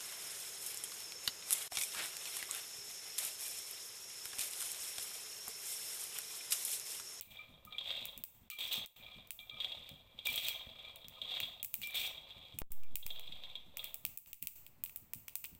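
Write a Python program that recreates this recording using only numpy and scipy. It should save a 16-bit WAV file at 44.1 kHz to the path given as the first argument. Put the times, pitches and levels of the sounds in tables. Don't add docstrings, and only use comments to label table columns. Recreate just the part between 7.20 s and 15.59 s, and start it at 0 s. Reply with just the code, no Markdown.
import sys
import numpy as np
from scipy import signal
from scipy.fft import rfft, irfft
from scipy.io import wavfile
from scipy.ndimage import uniform_filter1d

SR = 44100
rng = np.random.default_rng(int(sys.argv[2]) if len(sys.argv) > 2 else 0)


def generate_wav(signal):
    frames = np.transpose(np.atleast_2d(signal))
    scaled = np.clip(frames, -1, 1) * 32767
    pcm = np.round(scaled).astype(np.int16)
    wavfile.write(sys.argv[1], SR, pcm)


N = 369999


# (time [s], level of the snap [dB], level of the nut's body against the snap [dB])
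POPS = [(0.0094, -24.5, -25), (0.45, -36, -27), (0.854, -25, -21.5), (0.9762, -29.5, -26),
        (1.037, -23, -24.5), (1.3003, -27.5, -18.5), (1.6596, -33, -20.5), (2.0722, -43, -22),
        (2.1057, -21, -23.5), (2.6907, -37, -14), (3.0691, -22, -13.5), (3.1585, -19.5, -31),
        (3.284, -19.5, -14), (3.7584, -34.5, -23), (3.883, -33.5, -15), (4.2019, -23.5, -13.5),
        (4.4284, -21.5, -24.5), (4.4463, -21, -28), (4.5403, -17, -23), (4.616, -28, -21),
        (4.672, -27.5, -22), (4.707, -35, -18.5), (5.3867, -20, -25), (5.5188, -26, -30),
        (5.6342, -45.5, -14), (5.7554, -19, -21.5), (5.8642, -23, -18), (5.995, -35, -16),
        (6.57, -22.5, -20), (6.6422, -23, -24), (6.7427, -23, -26), (6.8503, -17, -20),
        (6.9733, -24.5, -27.5), (7.0598, -47, -12.5), (7.1301, -27, -20.5), (7.2247, -20.5, -23.5),
        (7.2706, -19.5, -23.5), (7.4645, -34.5, -17.5), (7.637, -18.5, -26), (7.66, -32, -18),
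        (7.695, -36, -20.5), (7.759, -23.5, -26), (7.9342, -19.5, -24.5), (8.081, -26.5, -15.5),
        (8.1542, -17, -26.5), (8.2412, -24.5, -21.5), (8.248, -43.5, 0), (8.2549, -28, -23),
        (8.349, -41, -22.5)]
# (delay [s], level [dB])
ECHOES = [(.0011, -9), (0.0028, -7), (0.013, -10.5), (0.0094, -17)]
# (frequency [Hz], level [dB])
SNAP_COLOUR = [(1500, -66), (4500, -23.5), (8000, -8.5), (10500, -5), (12500, -4.5), (14000, 4.5),
               (15300, 8.5), (17000, -9.5)]
# (frequency [Hz], level [dB])
NUT_COLOUR = [(200, -24), (1000, -12.5), (1700, -14.5), (2500, 4.5), (3900, -7), (6000, -9.5), (17000, -54)]
LAG_S = .001
WALLS_DB = -8


def pops():
    s, db, body_db = np.transpose(POPS)
    snaps = np.c_[s + LAG_S, db + 6]
    bodies = np.c_[s + LAG_S, db + body_db + 20]
    snap = bursts(snaps, decay_s=0.00012, length=64, lead=5.0)
    body = bursts(bodies, decay_s=.0003, length=64, lead=2.17)
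    for echo in ECHOES:
        snap += bursts(snaps + echo, decay_s=0.00023, length=96, lead=1.6)
        body += from_db(-6) * bursts(bodies + echo, decay_s=0.00059, length=96)
    near = colour(snap, SNAP_COLOUR) + colour(body, NUT_COLOUR)
    far = colour(clicks(snaps, extra_db=WALLS_DB), SNAP_COLOUR)
    far += from_db(-8) * colour(clicks(bodies, extra_db=WALLS_DB), NUT_COLOUR)
    return near, far


# (time of full strength [s], hold [s], rattle level [dB],
# build-up [dB/s], fall of the rattle [dB/s], level of the spatula's ring [dB])
TUMBLES = [(0.179, 0.011, -63, 86, 87, -61), (0.701, 0.056, -47, 131, 103, -84),
           (1.395, 0.04, -53.5, 250, 94, -66), (1.514, 0.044, -48.5, 154, 96, -59),
           (1.86, 0.11, -65, 100, 99, -65), (2.426, 0.043, -53, 162, 92, -77),
           (2.587, 0.08, -61, 100, 82, -73), (3.064, 0.071, -53.5, 396, 80, -77),
           (3.227, 0.05, -52, 78, 63, -55.5), (3.665, 0.016, -60, 64, 75, -64.5),
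           (4.06, 0.039, -53.5, 248.5, 101, -79.5), (4.153, 0.061, -46.5, 102.5, 128, -76),
           (4.762, 0.075, -48.5, 235, 107, -51.5), (5.09, 0.21, -64, 58, 81, -75),
           (5.942, 0.39, -62.5, 80, 86, -80), (6.643, 0.017, -55.5, 190, 203, -92)]
# (time [s], level [dB])
LANDINGS = [(0.188, -59), (0.5243, -38.5), (0.5826, -28), (0.7118, -30), (0.7726, -37), (0.8435, -39),
            (1.3882, -39), (1.4062, -31), (1.4345, -35), (1.5174, -29.5), (1.567, -35.5), (1.8642, -45),
            (2.1902, -41.5), (2.2952, -36), (2.402, -27.5), (2.4455, -27.5), (2.5187, -32), (2.989, -36),
            (3.0574, -26.5), (3.1774, -26.5), (3.2515, -32), (3.5913, -41), (3.6486, -40), (3.8445, -41.5),
            (4.0163, -30.5), (4.1363, -39), (4.2314, -27.5), (4.3979, -42), (4.6331, -35), (4.7451, -30),
            (5.1057, -41), (5.827, -41.5), (5.9035, -32), (5.9594, -42), (6.0721, -37.5), (6.1218, -37),
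            (6.2367, -37.5), (6.354, -33), (6.5928, -33)]
# (frequency [Hz], level [dB], time to fade by 60 dB [s])
WOK_MODES = [(2755, -11, .06), (3000, -14, .03), (3270, -2, .08), (3310, -1, .085), (3385, -3, .07),
             (3450, -5, .06), (3533, -5, .06), (3610, -3, .09), (3667, -4, .07), (3751, -5, .08),
             (3817, -7, .07), (3946, -8, .07), (4139, -15, .06), (4610, -19, .06)]
# (frequency [Hz], level [dB], time to fade by 60 dB [s])
BOWL_MODES = [(492, -0.66, 0.042), (560, -0.7, 0.071), (646, -1.3, 0.088), (740, -1.1, 0.063),
              (887, -0.39, 0.041), (1040, 1, 0.032), (1221, -2.3, 0.04)]
# (frequency [Hz], level [dB], time to fade by 60 dB [s])
SPATULA_MODES = [(1242, 0, 0.23), (2359, -0.5, 0.048), (2400, -2.5, 0.052), (2680, -25, 0.035),
                 (4580, -11, .05), (5330, -8.5, 0.14), (5810, -7, 0.075), (6270, -7, 0.073),
                 (7680, -10, 0.025), (8320, -4.5, 0.034), (14600, -13, .006)]
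# (frequency [Hz], level [dB])
TICK_COLOUR = [(300, -15), (1500, -36.5), (2300, 4), (3400, 1.5), (5500, -17), (8000, -18.5), (11500, -25),
               (15000, -8.5), (17000, -61)]
STILL_DB = -104.5
BOWL_DB, BOWL_FOLLOWS = -63, 0.5
BLADE_DAMPING = 1.44
CLUMPING_DB = 2.0
CONTACT_HZ = 5000


def nuts():
    start, hold, db, rise, fall, blade_db = np.transpose(TUMBLES)
    rattle = swells(start, hold, db, rise, fall) + from_db(STILL_DB)
    spatula = swells(start, hold, blade_db, rise, BLADE_DAMPING * fall)
    bowl = from_db(BOWL_DB) * (rattle / from_db(-48.5)) ** BOWL_FOLLOWS
    rattle = rattle * flutter(depth_db=CLUMPING_DB, step=500)

    touches = grains(per_s=700., spread_db=5.0)
    ticks = grains(per_s=2000., spread_db=4.5)
    landed = clicks(LANDINGS)

    struck = from_db(-24.5) * ring(touches * rattle, WOK_MODES, spread_db=4.5)
    struck += from_db(-9.5) * ring(landed, WOK_MODES, spread_db=0.5)
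    soft_blow = signal.butter(2, [1500, CONTACT_HZ], "band", fs=SR, output="sos")
    wok = signal.sosfilt(soft_blow, struck)

    landing_noise = bursts(LANDINGS, decay_s=0.0081, length=600)
    ticking = colour(from_db(-4.5) * ticks * rattle + from_db(3.5) * landing_noise, TICK_COLOUR)

    blade_touches = from_db(-19.5) * grains(per_s=1500., spread_db=4.0) * spatula
    blade = ring(blade_touches, SPATULA_MODES[1:4], spread_db=3.0)
    drum = from_db(-28.5) * ring(touches * bowl + from_db(-5.0) * landed, BOWL_MODES, spread_db=5.0)
    return wok + ticking + blade + drum + from_db(-22) * clacks(rattle)


def clacks(rattle):
    hits = grains(per_s=300., spread_db=3.0) * rattle
    dealt = rng.integers(0, 10, N)
    out = np.zeros(N)
    for k, hz in enumerate(np.geomspace(2000, 4600, 10)):
        out += ring(hits * (dealt == k), [(hz, 0, 23.0 / hz)], spread_db=1.0)
    return out


# (time [s], hold [s], hiss level [dB])
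SLIDES = [(0.016, 0.0016, -65.5), (0.108, 0.0052, -67), (1.305, 0.0046, -55), (1.386, 0.1, -56),
          (1.513, 0.035, -48), (3.054, 0.012, -49), (3.1, 0.19, -52.5), (4.621, 0.009, -51.5),
          (4.744, 0.11, -49)]
# (frequency [Hz], level [dB])
HISS_COLOUR = [(1600, -19), (2500, 6.5), (4000, 5), (5400, -13), (7900, -8), (11600, -10.5), (15000, 5.5),
               (15800, -4), (16300, -37)]
BITE_DB_PER_S, LET_GO_DB_PER_S = 5993, 300


def scrape():
    press = swells(*np.transpose(SLIDES), BITE_DB_PER_S, LET_GO_DB_PER_S)
    catching = flutter(depth_db=3.5, step=300)
    sliding = press > 2e-5
    slips = grains(per_s=9000., spread_db=3.0) * catching * press * sliding
    hiss = from_db(5) * colour(slips, HISS_COLOUR)
    return hiss + from_db(-36.0) * ring(slips, SPATULA_MODES[4:], spread_db=5.5)


# (time [s], level [dB], lowest mode against that level [dB])
KNOCKS = [(0.19, -52.5, -10), (0.4685, -57, -0.5), (0.525, -52, -10), (1.3117, -46.5, -20),
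          (1.8612, -57.5, -10), (2.19, -59, -19), (2.309, -50, -13), (2.3608, -58.5, -4), (3.069, -37, -39),
          (3.6471, -54.5, -8), (3.9629, -61, -3), (4.6322, -38, -36), (5.6234, -66, -10), (6.593, -68, 4)]
KNOCK_T60_S, KNOCK_FLUTTER_DB = 0.25, 5


def knocks():
    out, t = np.zeros((2, N + SR)), np.arange(SR) / SR
    low_hz, high_hz, twin_hz = [mode[0] for mode in SPATULA_MODES[:3]]
    low = np.sin(2 * np.pi * low_hz * t)
    high = np.sin(2 * np.pi * high_hz * t) + from_db(-12.5) * np.sin(2 * np.pi * twin_hz * t)
    for s, db, low_db in KNOCKS:
        fade = from_db(db - dip_db(s) - 60 * t / KNOCK_T60_S)
        shape = fade * (1 - np.exp(-t / 0.0022))
        first = int(s * SR)
        out[:, first:first + SR] += shape * np.array([high, from_db(low_db) * low])
    return sum(tone[:N] * flutter(KNOCK_FLUTTER_DB, step=320) for tone in out)


FIRST_THUD_S, THUD_GAP_S, QUICKEN_S = .065, .38, .00022
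THUD_DB, THUD_SPREAD_DB, STRAY_DB = -56.5, 2.5, -64.5


def thuds():
    k = np.arange(23)
    beat = FIRST_THUD_S + THUD_GAP_S * k - QUICKEN_S * k ** 2
    chance = rng.standard_normal((len(k), 3))
    strays = beat[:-1] + THUD_GAP_S * rng.uniform(.3, .8, len(k) - 1)
    s = np.r_[beat + .006 * chance[:, 0], strays]
    beat_db = THUD_DB + THUD_SPREAD_DB * chance[:, 1]
    stray_db = STRAY_DB + 2 * THUD_SPREAD_DB * chance[:-1, 2]
    db = np.r_[beat_db, stray_db] + dip_db(s)
    pushes = bursts(np.c_[s, db], decay_s=0.043, length=6000)
    return from_db(27.5) * colour(pushes, [(25, -0.5), (105, 3.5), (250, -0.5), (600, -35)])


# (frequency [Hz], time to fade by 60 dB [s])
ROOM_T60 = [(300, 0.87), (3000, 0.49), (8000, 0.51), (11000, 0.25), (15000, 0.56)]


def kitchen(x):
    t = np.arange(SR // 2 + SR // 4) / SR
    tail = np.zeros(len(t))
    edges = 128 * 2 ** np.arange(0, 7.1, .5)
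    for low, high in zip(edges, edges[1:]):
        band = signal.butter(4, [low, high], "band", fs=SR, output="sos")
        fade = from_db(-60 * t / at_hz(ROOM_T60, np.sqrt(low * high)))
        tail += signal.sosfilt(band, rng.standard_normal(len(t))) * fade
    tail *= np.clip((t - .002) / 0.0044, 0, 1)
    return signal.fftconvolve(x, tail / np.sqrt(np.sum(tail ** 2)))[:N]


# (frequency [Hz], level [dB])
AIR_COLOUR = [(20, 1.5), (105, 1.5), (300, -12.5), (1000, -15.5), (1600, -21), (2500, -18), (3400, -25.5),
              (5800, -30), (8000, -35), (11800, -30), (15000, -18), (16300, -65.5)]
AIR_DB = -69.5


def air():
    return from_db(AIR_DB) * rms_one(colour(rng.standard_normal(N), AIR_COLOUR))


# (start [s], length [s], change of level [dB])
DIPS = [(.005, .098, -6), (1.027, .116, -5.5), (1.285, .101, -12), (1.652, .109, -17.5), (2.1, .1, -4.5),
        (4.424, .11, -5.5), (5.4179, .087, -25), (5.749, .109, -7), (6.967, .102, -12), (7.124, .097, -15),
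        (7.263, .093, -9), (8.14, .097, -4.5)]


def dip_db(s):
    return sum(db * ((s >= start) & (s < start + length)) for start, length, db in DIPS)


def from_db(db):
    return 10 ** (np.asarray(db) / 20)


def rms_one(x):
    return x / np.sqrt(np.mean(x ** 2) + 1e-20)


def at_hz(points, hz):
    table = np.array(points)
    return np.interp(np.log(hz + 1), np.log(table[:, 0]), table[:, 1])


def clicks(rows, extra_db=0):
    s, db = np.transpose(rows)[:2]
    out = np.zeros(N)
    out[(s * SR).astype(int)] = from_db(db + extra_db - dip_db(s))
    return out


def bursts(rows, decay_s, length, lead=0.):
    out = np.zeros(N + length)
    scraps = rng.standard_normal((len(rows), length)) * np.exp(-np.arange(length) / SR / decay_s)
    scraps[:, 0] += lead
    for (s, db), scrap in zip(rows, scraps):
        first = int(s * SR)
        out[first:first + length] += from_db(db - dip_db(s)) * scrap / np.sqrt(np.sum(scrap ** 2))
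    return out[:N]


def grains(per_s, spread_db):
    sizes = from_db(spread_db * np.minimum(rng.exponential(1, N), 4)) * rng.choice([-1, 1], N)
    return rms_one(sizes * (rng.random(N) < per_s / SR))


def colour(x, spectrum):
    gain = from_db(at_hz(spectrum, np.arange(4097) * SR / 8192))
    cepstrum = irfft(np.log(gain))
    cepstrum[1:4096] *= 2
    pulse = irfft(np.exp(rfft(cepstrum[:4097], 8192)))[:4096]
    return signal.fftconvolve(x, pulse / np.sqrt(np.sum(pulse ** 2)))[:N]


def ring(x, modes, spread_db):
    out, touched = np.zeros(N), np.flatnonzero(x)
    for hz, db, t60 in modes:
        r = from_db(-60 / (t60 * SR))
        w = 2 * np.pi * hz / SR
        strength = from_db(db + spread_db * rng.standard_normal(len(touched)))
        blows = np.full(N, 1e-18)
        blows[touched] = x[touched] * strength * rng.choice([-1, 1], len(touched))
        out += signal.lfilter([0, np.sin(w)], [1, -2 * r * np.cos(w), r * r], blows)
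    return out


def swells(start, hold, db, rise, fall):
    t = np.arange(0, N + 32, 32)[:, None] / SR
    before, after = np.maximum(start - t, 0), np.maximum(t - start - hold, 0)
    level = db - dip_db(start) - rise * before - fall * after
    return np.interp(np.arange(N), t[:, 0] * SR, np.sqrt(np.sum(from_db(level) ** 2, axis=1)))


def flutter(depth_db, step):
    aims = np.arange(0, N + step, step)
    return from_db(depth_db * np.interp(np.arange(N), aims, rng.standard_normal(len(aims))))


def scene():
    near, far = pops()
    steel = nuts() + knocks() + scrape()
    room = kitchen(from_db(-11.5) * steel + far)
    return (near + steel + room + thuds() + air())[None]


# (time [s], step [full scale = 1, before the overshoot is taken off])
JOLTS = [(5.4185, -.355), (7.131, .011)]
FAST_S, OVERSHOOT, SLOW_S = .045, .21, .27
PORT_HZ, PORT_WIDTH_HZ, PORT_LIFT = 7930, 1100, 0.97
CUTOFF_HZ = 17200


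def record(dry):
    port = signal.iirpeak(PORT_HZ, PORT_HZ / PORT_WIDTH_HZ, fs=SR)
    dry = dry + PORT_LIFT * signal.lfilter(*port, dry)
    t = np.arange(N) / SR
    for s, step in JOLTS:
        since = np.maximum(t - s, 0)
        shift = np.exp(-since / FAST_S) - OVERSHOOT * np.exp(-since / SLOW_S)
        dry = dry + step * (t >= s) * shift
    level = from_db(uniform_filter1d(dip_db(t), size=120))
    top_cut = signal.cheby2(12, 60, CUTOFF_HZ, fs=SR, output="sos")
    return signal.sosfilt(top_cut, dry * level)


dry = scene()
out = record(dry)
generate_wav(out)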